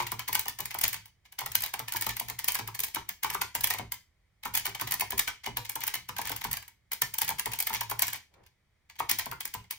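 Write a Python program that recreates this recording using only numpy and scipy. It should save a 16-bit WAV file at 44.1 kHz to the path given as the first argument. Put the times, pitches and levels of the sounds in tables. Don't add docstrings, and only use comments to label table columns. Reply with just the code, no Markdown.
import sys
import numpy as np
from scipy import signal
from scipy.fft import rfft, irfft, next_fast_len
from scipy.io import wavfile
from scipy.ndimage import uniform_filter1d

SR = 44100
rng = np.random.default_rng(int(sys.argv[2]) if len(sys.argv) > 2 else 0)


def to_wav(s):
    ch = np.atleast_2d(s).T
    pcm = np.round(np.clip(ch, -1, 1) * 32767)
    wavfile.write(sys.argv[1], SR, pcm.astype(np.int16))


N = 431298
EARLY = SR // 100
AGE = np.arange(-EARLY, SR // 3) / SR
AFTER = np.maximum(AGE, 0)

# [t/s, snap level/dB, key cap level/dB]
LIGHT_STROKES = [(.024, -41, -38), (.07, -36, -34.5), (0.281, -32.5, -33.5), (.33, -26, -32.5),
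                 (.349, -27.5, -37.5), (0.395, -23, -35.5), (0.483, -27.5, -32), (.496, -34, -42),
                 (.605, -28.5, -37), (.657, -29, -38), (.71, -39.5, -37), (.788, -29, -41.5),
                 (.814, -25.5, -34), (0.881, -23.5, -37.5), (.943, -34, -34.5), (1.058, -49, -51.5),
                 (1.255, -83, -54.5), (1.325, -46, -51), (1.391, -30, -32), (1.519, -35, -39.5),
                 (1.607, -32, -41), (1.622, -30, -41), (1.639, -25, -31.5), (1.663, -32.5, -37.5),
                 (1.884, -34.5, -34.5), (1.924, -28, -36), (1.962, -32, -30.5), (1.969, -28, -44.5),
                 (2.012, -27.5, -39.5), (2.023, -26.5, -32), (2.093, -31, -32), (2.107, -39.5, -37),
                 (2.168, -31, -38.5), (2.286, -35.5, -39), (2.391, -28.5, -35.5), (2.444, -26, -37.5),
                 (2.48, -28, -45.5), (2.485, -20, -24.5), (2.521, -27.5, -48), (2.554, -29, -28),
                 (2.749, -34, -39.5), (2.793, -28, -35.5), (2.804, -25, -39), (2.837, -26.5, -30.5),
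                 (2.845, -29, -51), (2.884, -42.5, -46), (2.948, -27, -37.5), (3.092, -28, -36.5),
                 (3.234, -25.5, -31.5), (3.339, -35, -42), (3.61, -28.5, -39), (3.638, -26.5, -42),
                 (3.643, -17.5, -25.5), (3.673, -27, -33.5), (3.704, -24, -42), (3.922, -28.5, -35),
                 (4.436, -45, -40), (4.541, -30, -37), (4.553, -21.5, -28.5), (4.568, -32, -33.5),
                 (4.656, -29, -27), (4.751, -37, -34), (4.798, -42, -35.5), (4.875, -34, -35.5),
                 (4.911, -27.5, -34), (4.941, -25.5, -33.5), (4.998, -28.5, -39.5), (5.107, -28.5, -39),
                 (5.18, -26, -33), (5.195, -18, -24.5), (5.278, -38, -26.5), (5.284, -30.5, -33.5),
                 (5.442, -54, -39.5), (5.652, -41, -40), (5.696, -28, -37.5), (5.808, -35.5, -43.5),
                 (5.817, -49, -36.5), (5.838, -28, -33), (5.869, -30, -40.5), (5.878, -25, -31),
                 (5.954, -30.5, -33), (6.167, -40.5, -36.5), (6.216, -33, -37), (6.255, -36, -36),
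                 (6.274, -34.5, -34), (6.365, -32, -40), (6.414, -39.5, -34.5), (6.514, -30, -39),
                 (6.531, -25.5, -40), (6.537, -37, -35.5), (6.571, -32.5, -36.5), (6.627, -47.5, -48),
                 (6.681, -45, -50.5), (6.92, -29.5, -34.5), (6.933, -28.5, -42), (7.141, -30, -39),
                 (7.186, -23.5, -33.5), (7.28, -28, -33.5), (7.387, -37.5, -38.5), (7.396, -24.5, -31),
                 (7.519, -35.5, -37), (7.536, -30, -33), (7.59, -27, -40), (7.603, -24, -32),
                 (7.626, -27.5, -40), (7.671, -26, -31), (7.74, -27.5, -47), (7.749, -30, -30),
                 (7.899, -31.5, -39.5), (7.994, -22.5, -32), (8.07, -32, -42.5), (8.082, -28, -32.5),
                 (8.132, -29.5, -34.5), (8.146, -52, -37), (8.341, -83, -60.5), (8.438, -79.5, -63.5),
                 (8.465, -59.5, -58.5), (8.9, -59, -47.5), (8.957, -71, -55), (8.992, -40, -39.5),
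                 (9.096, -22, -28), (9.188, -25, -38), (9.196, -28, -29), (9.407, -30, -35.5),
                 (9.454, -29, -38), (9.644, -82, -55.5), (9.71, -28, -36)]
# [t/s, snap level/dB, key cap level/dB, travel from click to end stop/s,
# case level/dB, case tilt/dB per octave, weight on the desk/dB]
FULL_PRESSES = [(.001, -41, -32.5, .001, -28, 7.5, -52.5), (.119, -29, -36, 0.0033, -33.5, 15, -53),
                (0.195, -33.5, -33, 0.0034, -39, -4, -77), (.286, -29, -41, 0.0057, -34, -14, -55),
                (0.353, -21, -24, .001, -34.5, -19, -62), (0.458, -42.5, -37.5, 0.0041, -40.5, -9, -57),
                (0.59, -34, -37, 0.0077, -39, -8, -54), (.745, -33.5, -37.5, .005, -33.5, 0, -60),
                (.839, -19, -24.5, 0.0029, -35.5, 2, -61), (.931, -31, -35.5, .008, -51.5, -7, -64.5),
                (1.409, -37.5, -40.5, .007, -34, -13, -60.5), (1.462, -30, -37.5, .003, -37.5, 2, -60),
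                (1.554, -17, -23, 0.0016, -49.5, 15, -62), (1.739, -29, -32, 0.00072, -34.5, -2, -67.5),
                (1.794, -30, -37.5, 0.0055, -35, 5, -55.5), (1.938, -32, -42.5, .01, -34.5, 4, -56),
                (2.067, -26.5, -31.5, 0.00073, -31.5, 6, -50.5),
                (2.199, -25.5, -33, 0.011, -37, -34, -57.5), (2.3, -30.5, -37, .004, -41, -1, -60),
                (2.547, -26.5, -40, .004, -41, -22, -69), (2.59, -34.5, -34.5, .004, -31.5, -1, -51),
                (2.677, -35, -39, 0.0065, -39.5, 9, -65.5), (2.96, -47, -31, 0.0078, -29.5, -2, -56.5),
                (3.246, -30, -31.5, 0.00093, -28, 10, -58), (3.303, -29.5, -33, .007, -38, 9, -65),
                (3.347, -29.5, -34.5, .003, -27, 14, -63), (3.417, -25, -26, 0.0012, -32.5, 9, -68),
                (3.552, -23, -30.5, 0.00087, -35, -4, -53.5), (3.708, -27.5, -24.5, 0.0013, -37, -6, -72),
                (3.739, -31, -34, .007, -38.5, -9, -63.5), (3.787, -35.5, -33.5, .009, -35, -13.5, -49),
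                (4.455, -33.5, -36, 0.0018, -30, 10, -53), (4.575, -22.5, -29.5, .001, -49, 7, -62),
                (4.666, -29, -33.5, .01, -39.5, 3, -52.5), (4.813, -29, -33.5, 0.0055, -34, 6, -51),
                (4.922, -22, -31, .007, -38, 25, -59), (5.01, -23, -25.5, .011, -32, -8, -58.5),
                (5.122, -36, -34, .007, -37, -20, -50), (5.464, -34.5, -32, .006, -34, -12, -48),
                (5.571, -27, -28.5, 0.005, -37.5, 5, -53), (5.757, -29, -38, .005, -35, -5, -57.5),
                (5.942, -27.5, -30.5, .009, -45, 24.5, -66.5), (6.09, -36.5, -34.5, .002, -38, 19, -55),
                (6.185, -30.5, -33, .006, -33, -21, -53.5), (6.296, -31.5, -34.5, 0.0069, -38.5, -14, -50),
                (6.318, -31.5, -34, .005, -36, -1, -63.5), (6.443, -30.5, -32, .007, -33, 17, -49.5),
                (7.02, -19.5, -24.5, .001, -30.5, 15.5, -56.5),
                (7.218, -20.5, -27.5, 0.00064, -35, -6, -58),
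                (7.292, -23.5, -30.5, 0.00086, -39.5, -9, -59.5),
                (7.305, -31, -37, .004, -32.5, -17, -56.5), (7.459, -27, -31.5, .006, -32, 2, -50),
                (7.696, -35.5, -42, .008, -34, 2, -54), (7.732, -36, -34, .006, -38.5, -1, -70.5),
                (7.81, -27.5, -32, .005, -32.5, 4, -59.5), (7.913, -31, -33.5, 0.0031, -30, -6, -54.5),
                (8.022, -18, -25.5, 0.0013, -33.5, -20.5, -59.5),
                (8.999, -33, -37.5, 0.0044, -24.5, 8.5, -63.5), (9.113, -20, -27, .004, -50, -3, -59.5),
                (9.259, -34.5, -40.5, .007, -38, -6, -52), (9.315, -35.5, -38.5, 0.008, -34, 30, -66),
                (9.541, -32, -37.5, .007, -38.5, -3, -55.5)]


def amp(db):
    return 10 ** (np.asarray(db) / 20)


def along(points, hz):
    f, value = np.transpose(points)
    return np.interp(np.log(hz + 1), np.log(f + 1), value)


def filtered(x, response):
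    size = next_fast_len(N + SR // 2)
    hz = np.fft.rfftfreq(size, 1 / SR)
    return irfft(rfft(x, size) * response(hz), size)[..., :N]


def coloured(x, spectrum, size=2048):
    hz = np.fft.rfftfreq(size, 1 / SR)
    cepstrum = irfft(np.log(amp(along(spectrum, hz))))
    cepstrum[1:size // 2] *= 2
    cepstrum[size // 2 + 1:] = 0
    kernel = irfft(np.exp(rfft(cepstrum)))
    kernel = kernel / np.linalg.norm(kernel)
    return signal.fftconvolve(x, kernel[None], axes=1)[:, :N]


def levelled(x, span):
    power = uniform_filter1d(x ** 2, max(int(span * SR), 1), axis=1)
    return x / np.sqrt(power.max(axis=1, keepdims=True))


def add(track, s, sound):
    start = round(s * SR) - EARLY
    lo, hi = max(start, 0), min(start + sound.shape[1], N)
    track[:, lo:hi] += sound[:, lo - start:hi - start]


def chatter(rise, fall, lead_db, tail_db, tail, grain_db, size=4000):
    t, after = AGE[:size], AFTER[:size]
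    scrape = rng.uniform() ** 3 * amp(lead_db) * np.clip(1 + t / .005, 0, 1) * (t < 0)
    swell = np.exp(np.minimum(t, 0) / rise) + scrape
    shape = swell * (np.exp(-after / fall) + amp(tail_db) * np.exp(-after / tail))
    knots = np.arange(0, size, SR // 800)
    bounces = np.interp(np.arange(size), knots, rng.uniform(-1, 1, len(knots)))
    looseness = np.clip(.5 + after / 0.0058, 0, 1.2)
    grain = amp(grain_db * looseness * bounces)
    return shape * grain * rng.standard_normal((2, size))


def ring(modes, attack, detune, scatter_db, size):
    hz, db, t60 = np.transpose(modes)
    t = AFTER[:size]
    pitch = hz * np.exp(detune * rng.standard_normal(len(hz)))
    phase = rng.uniform(0, 2 * np.pi, (len(hz), 1))
    decay = np.exp(-np.log(1000) * t / t60[:, None])
    waves = np.sin(2 * np.pi * pitch[:, None] * t + phase) * decay
    strength = amp(db + scatter_db * rng.standard_normal((2, len(hz))))
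    signs = rng.choice([-1, 1], (2, len(hz)))
    return (strength * signs) @ waves * (1 - np.exp(-t / attack))


def hush():
    # [f/Hz, relative level/dB]
    hush_colour = [(15, -30.5), (25, -8), (80, 1), (270, -21.5), (354, -21.5), (1160, -26), (1400, -27),
                   (2160, -19.5), (2760, -28.5), (3160, -28.5), (16000, -42)]
    return amp(-71) * coloured(rng.standard_normal((2, N)), hush_colour, size=8192)


def contacts():
    wobble_share, wobble_delay_s, wobble_db = .4, (.006, .03), -13
    strokes = np.array([row[:3] for row in FULL_PRESSES] + LIGHT_STROKES)
    chance, wait = rng.uniform(size=(len(strokes), 2)).T
    wobbles = strokes + [0, wobble_db, wobble_db]
    wobbles[:, 0] += np.interp(wait, [0, 1], wobble_delay_s)
    return np.vstack([strokes, wobbles[chance < wobble_share]])


def switches():
    # [f/Hz, relative level/dB]
    snap_colour = [(1500, -22), (5000, -10.5), (8000, -8.5), (9200, -8.5), (10500, -3), (11900, -2.5),
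                   (13300, -0.5), (15000, -1.5), (15700, -2.5), (16100, -22)]
    rattle_colour = [(100, -11), (500, -19), (900, 3), (1400, -6), (2200, 6), (3600, -0.5), (5500, -2),
                     (7000, -3.5), (8200, -9), (15500, -10.5), (16200, -20.5)]
    # [f/Hz, relative level/dB, t60/s]
    cap_modes = [(1670, 0, .04), (1990, -3, .025), (2270, -1, .035), (2870, -1, .03), (3250, -4, .025),
                 (4170, -3, .025)]
    snaps, rattles, caps = np.zeros((3, 2, N))
    for s, snap_db, cap_db in contacts():
        snap = chatter(rise=.0011, fall=.002, lead_db=-11, tail_db=-14, tail=.009, grain_db=8)
        rattle = chatter(rise=0.0027, fall=0.0013, lead_db=-14, tail_db=-6.5, tail=0.011, grain_db=16)
        ringing = ring(cap_modes, attack=0.00077, detune=.06, scatter_db=5.5, size=4000)
        add(snaps, s, amp(snap_db + 2.0) * levelled(snap, span=0.0023))
        add(rattles, s, amp(cap_db + 0.5) * levelled(rattle, span=0.0022))
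        add(caps, s, amp(cap_db - 7.0) * levelled(ringing, span=0.0074))
    return coloured(snaps, snap_colour) + coloured(rattles, rattle_colour) + caps


def end_stops():
    hard = [(s + travel, case_db, tilt) for s, _, _, travel, case_db, tilt, _ in FULL_PRESSES]
    light_travel_s, light_knock_db, light_tilt = 0.002977, -13, 4.5
    light = [(s + light_travel_s, cap_db + light_knock_db, light_tilt) for s, _, cap_db in LIGHT_STROKES]
    return hard + light


def case():
    # [f/Hz, relative level/dB, t60/s]
    case_modes = [(720, -7, .018), (810, -4, .018), (895, 0, .03), (1030, -1, .016), (1220, -3, .018),
                  (1390, -8, .018)]
    # [f/Hz, relative level/dB]
    hollow_colour = [(150, -25), (400, -7), (700, -18), (950, 11.5), (1400, -12), (2300, -4.5), (5000, -31)]
    knocks, clatter = np.zeros((2, 2, N))
    for s, db, tilt in end_stops():
        modes = [(hz, level + tilt * np.log2(hz / 1000), t60) for hz, level, t60 in case_modes]
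        knock = ring(modes, attack=.0007, detune=.045, scatter_db=3, size=3500)
        burst = chatter(rise=0.0012, fall=0.002, lead_db=-15.5, tail_db=-5.5, tail=0.014, grain_db=10)
        add(knocks, s, amp(db - 1) * levelled(knock, span=.005))
        add(clatter, s + .001, amp(db - 2) * levelled(burst, span=0.004))
    return knocks + coloured(clatter, hollow_colour)


def thuds():
    usual_db = -51
    desk_grows, plate_grows = 0.69, 1.5
    s, _, _, travel, _, _, weight_db = np.transpose(FULL_PRESSES)
    extra_db = weight_db - usual_db
    return zip(s + travel, usual_db + desk_grows * extra_db, usual_db + plate_grows * extra_db)


def desk():
    # [f/Hz, relative level/dB, t60/s]
    desk_modes = [(38, -17, 0.23), (57, -5, 0.17), (74.6, -25.5, 0.64), (111.15, -2.5, 0.23),
                  (133, -0.5, 0.12), (176, -10.5, 0.21)]
    plate_modes = [(234, 4, 0.062), (283, -2.5, .06), (422, 1, 0.1), (495, -6, 0.094), (620, -12.5, 0.033)]
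    out = np.zeros((2, N))
    for s, desk_db, plate_db in thuds():
        sway = ring(desk_modes, attack=0.065, detune=0.025, scatter_db=2, size=len(AGE))
        bump = ring(plate_modes, attack=0.0052, detune=0.077, scatter_db=2, size=6000)
        add(out, s, amp(desk_db - 2.5) * levelled(sway, span=0.08))
        add(out, s, amp(plate_db - 2.0) * levelled(bump, span=0.034))
    return out


def room(x, build, count=72):
    # [f/Hz, t60/s]
    decay = [(100, .33), (300, .23), (900, .21), (2000, .27), (5000, .28), (13000, .22)]
    # [f/Hz, level/dB]
    strength = [(100, 1.5), (400, -1.0), (1000, -6.0), (1600, -5.5), (6000, -5.0), (14000, -14)]
    out = np.zeros((2, N + SR))
    for part in np.array_split(np.arange(N), count):
        hz, t, z = signal.stft(rng.standard_normal((2, SR // 2)), SR, nperseg=256)
        fade = amp(-60 * t / along(decay, hz)[:, None]) * (1 - np.exp(-t / build))
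        tail = signal.istft(z * fade, SR, nperseg=256)[1]
        wet = signal.fftconvolve(x[:, part], tail / np.linalg.norm(tail[0]), axes=1)
        out[:, part[0]:part[0] + wet.shape[1]] += wet
    return filtered(out, lambda hz: amp(along(strength, hz)))


def flutter(x, trip, first_db, loss_db, dull_hz, count=5):
    def response(hz):
        echoes = 0
        for k in range(count):
            delay = np.exp(-2j * np.pi * hz * trip * (k + 1))
            echoes = echoes + amp(first_db - k * loss_db) * delay
        return echoes / (1 + (hz / dull_hz) ** 2)

    return filtered(x, response)


def fingers(s, length, db):
    # [f/Hz, relative level/dB]
    rub_colour = [(60, -5.5), (140, 0.0), (250, -16), (400, -1), (900, -7), (2500, -19), (8000, -62)]
    stroke = np.exp(-((np.arange(N) / SR - s) / length) ** 2)
    rub = coloured(rng.standard_normal((2, N)), rub_colour)
    return amp(db) * stroke * rub


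def ports(field, alike):
    # [f/Hz, lead/cycles]
    lead = [(0, 0), (1200, .15), (1550, -.25), (2700, .45), (3200, 1.05), (4200, 1.45), (5400, 3.05),
            (7600, 3.55), (9200, 4), (12350, 5), (18000, 7)]
    # [f/Hz, level/dB]
    balance = [(250, -2), (500, 1.5), (950, 2), (1500, -4.5), (2300, 2), (2880, -2), (3300, 2),
               (14000, 0.2)]
    sides = np.array([[1], [-1]])

    def split(hz):
        turn = np.arccos(np.clip(along(alike, hz), 0, 1)) / 2
        return np.array([np.cos(turn), np.sin(turn)])

    def steer(hz):
        phase = np.pi * np.interp(hz, *np.transpose(lead)) * sides
        return np.exp(1j * phase) * amp(sides * along(balance, hz) / 2)

    common, apart = filtered(field, split)
    return filtered(np.array([common + apart, common - apart]), steer)


def scene():
    # [f/Hz, coherence]
    near_alike = [(150, 1), (400, 0.55), (600, 0.29), (900, .93), (1400, 0.11), (2200, 1), (3100, 0.22),
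                  (5600, 0.63), (7000, 0.081), (8800, 0.86), (9400, 0.96), (12000, .93)]
    room_alike = [(150, 0.93), (700, 0.2), (1500, 1), (7500, 0.033), (9500, 1)]
    direct = switches() + case() + desk() + fingers(s=8.39, length=0.057, db=-63.5)
    echoes = flutter(direct, trip=.01002, first_db=-12, loss_db=7, dull_hz=1800)
    diffuse = room(direct, build=0.0022) + hush()
    return ports(direct + echoes, near_alike) + ports(diffuse, room_alike)


def record(dry):
    top_hz = 16600
    return filtered(dry, lambda hz: hz < top_hz)


dry = scene()
out = record(dry)
to_wav(out)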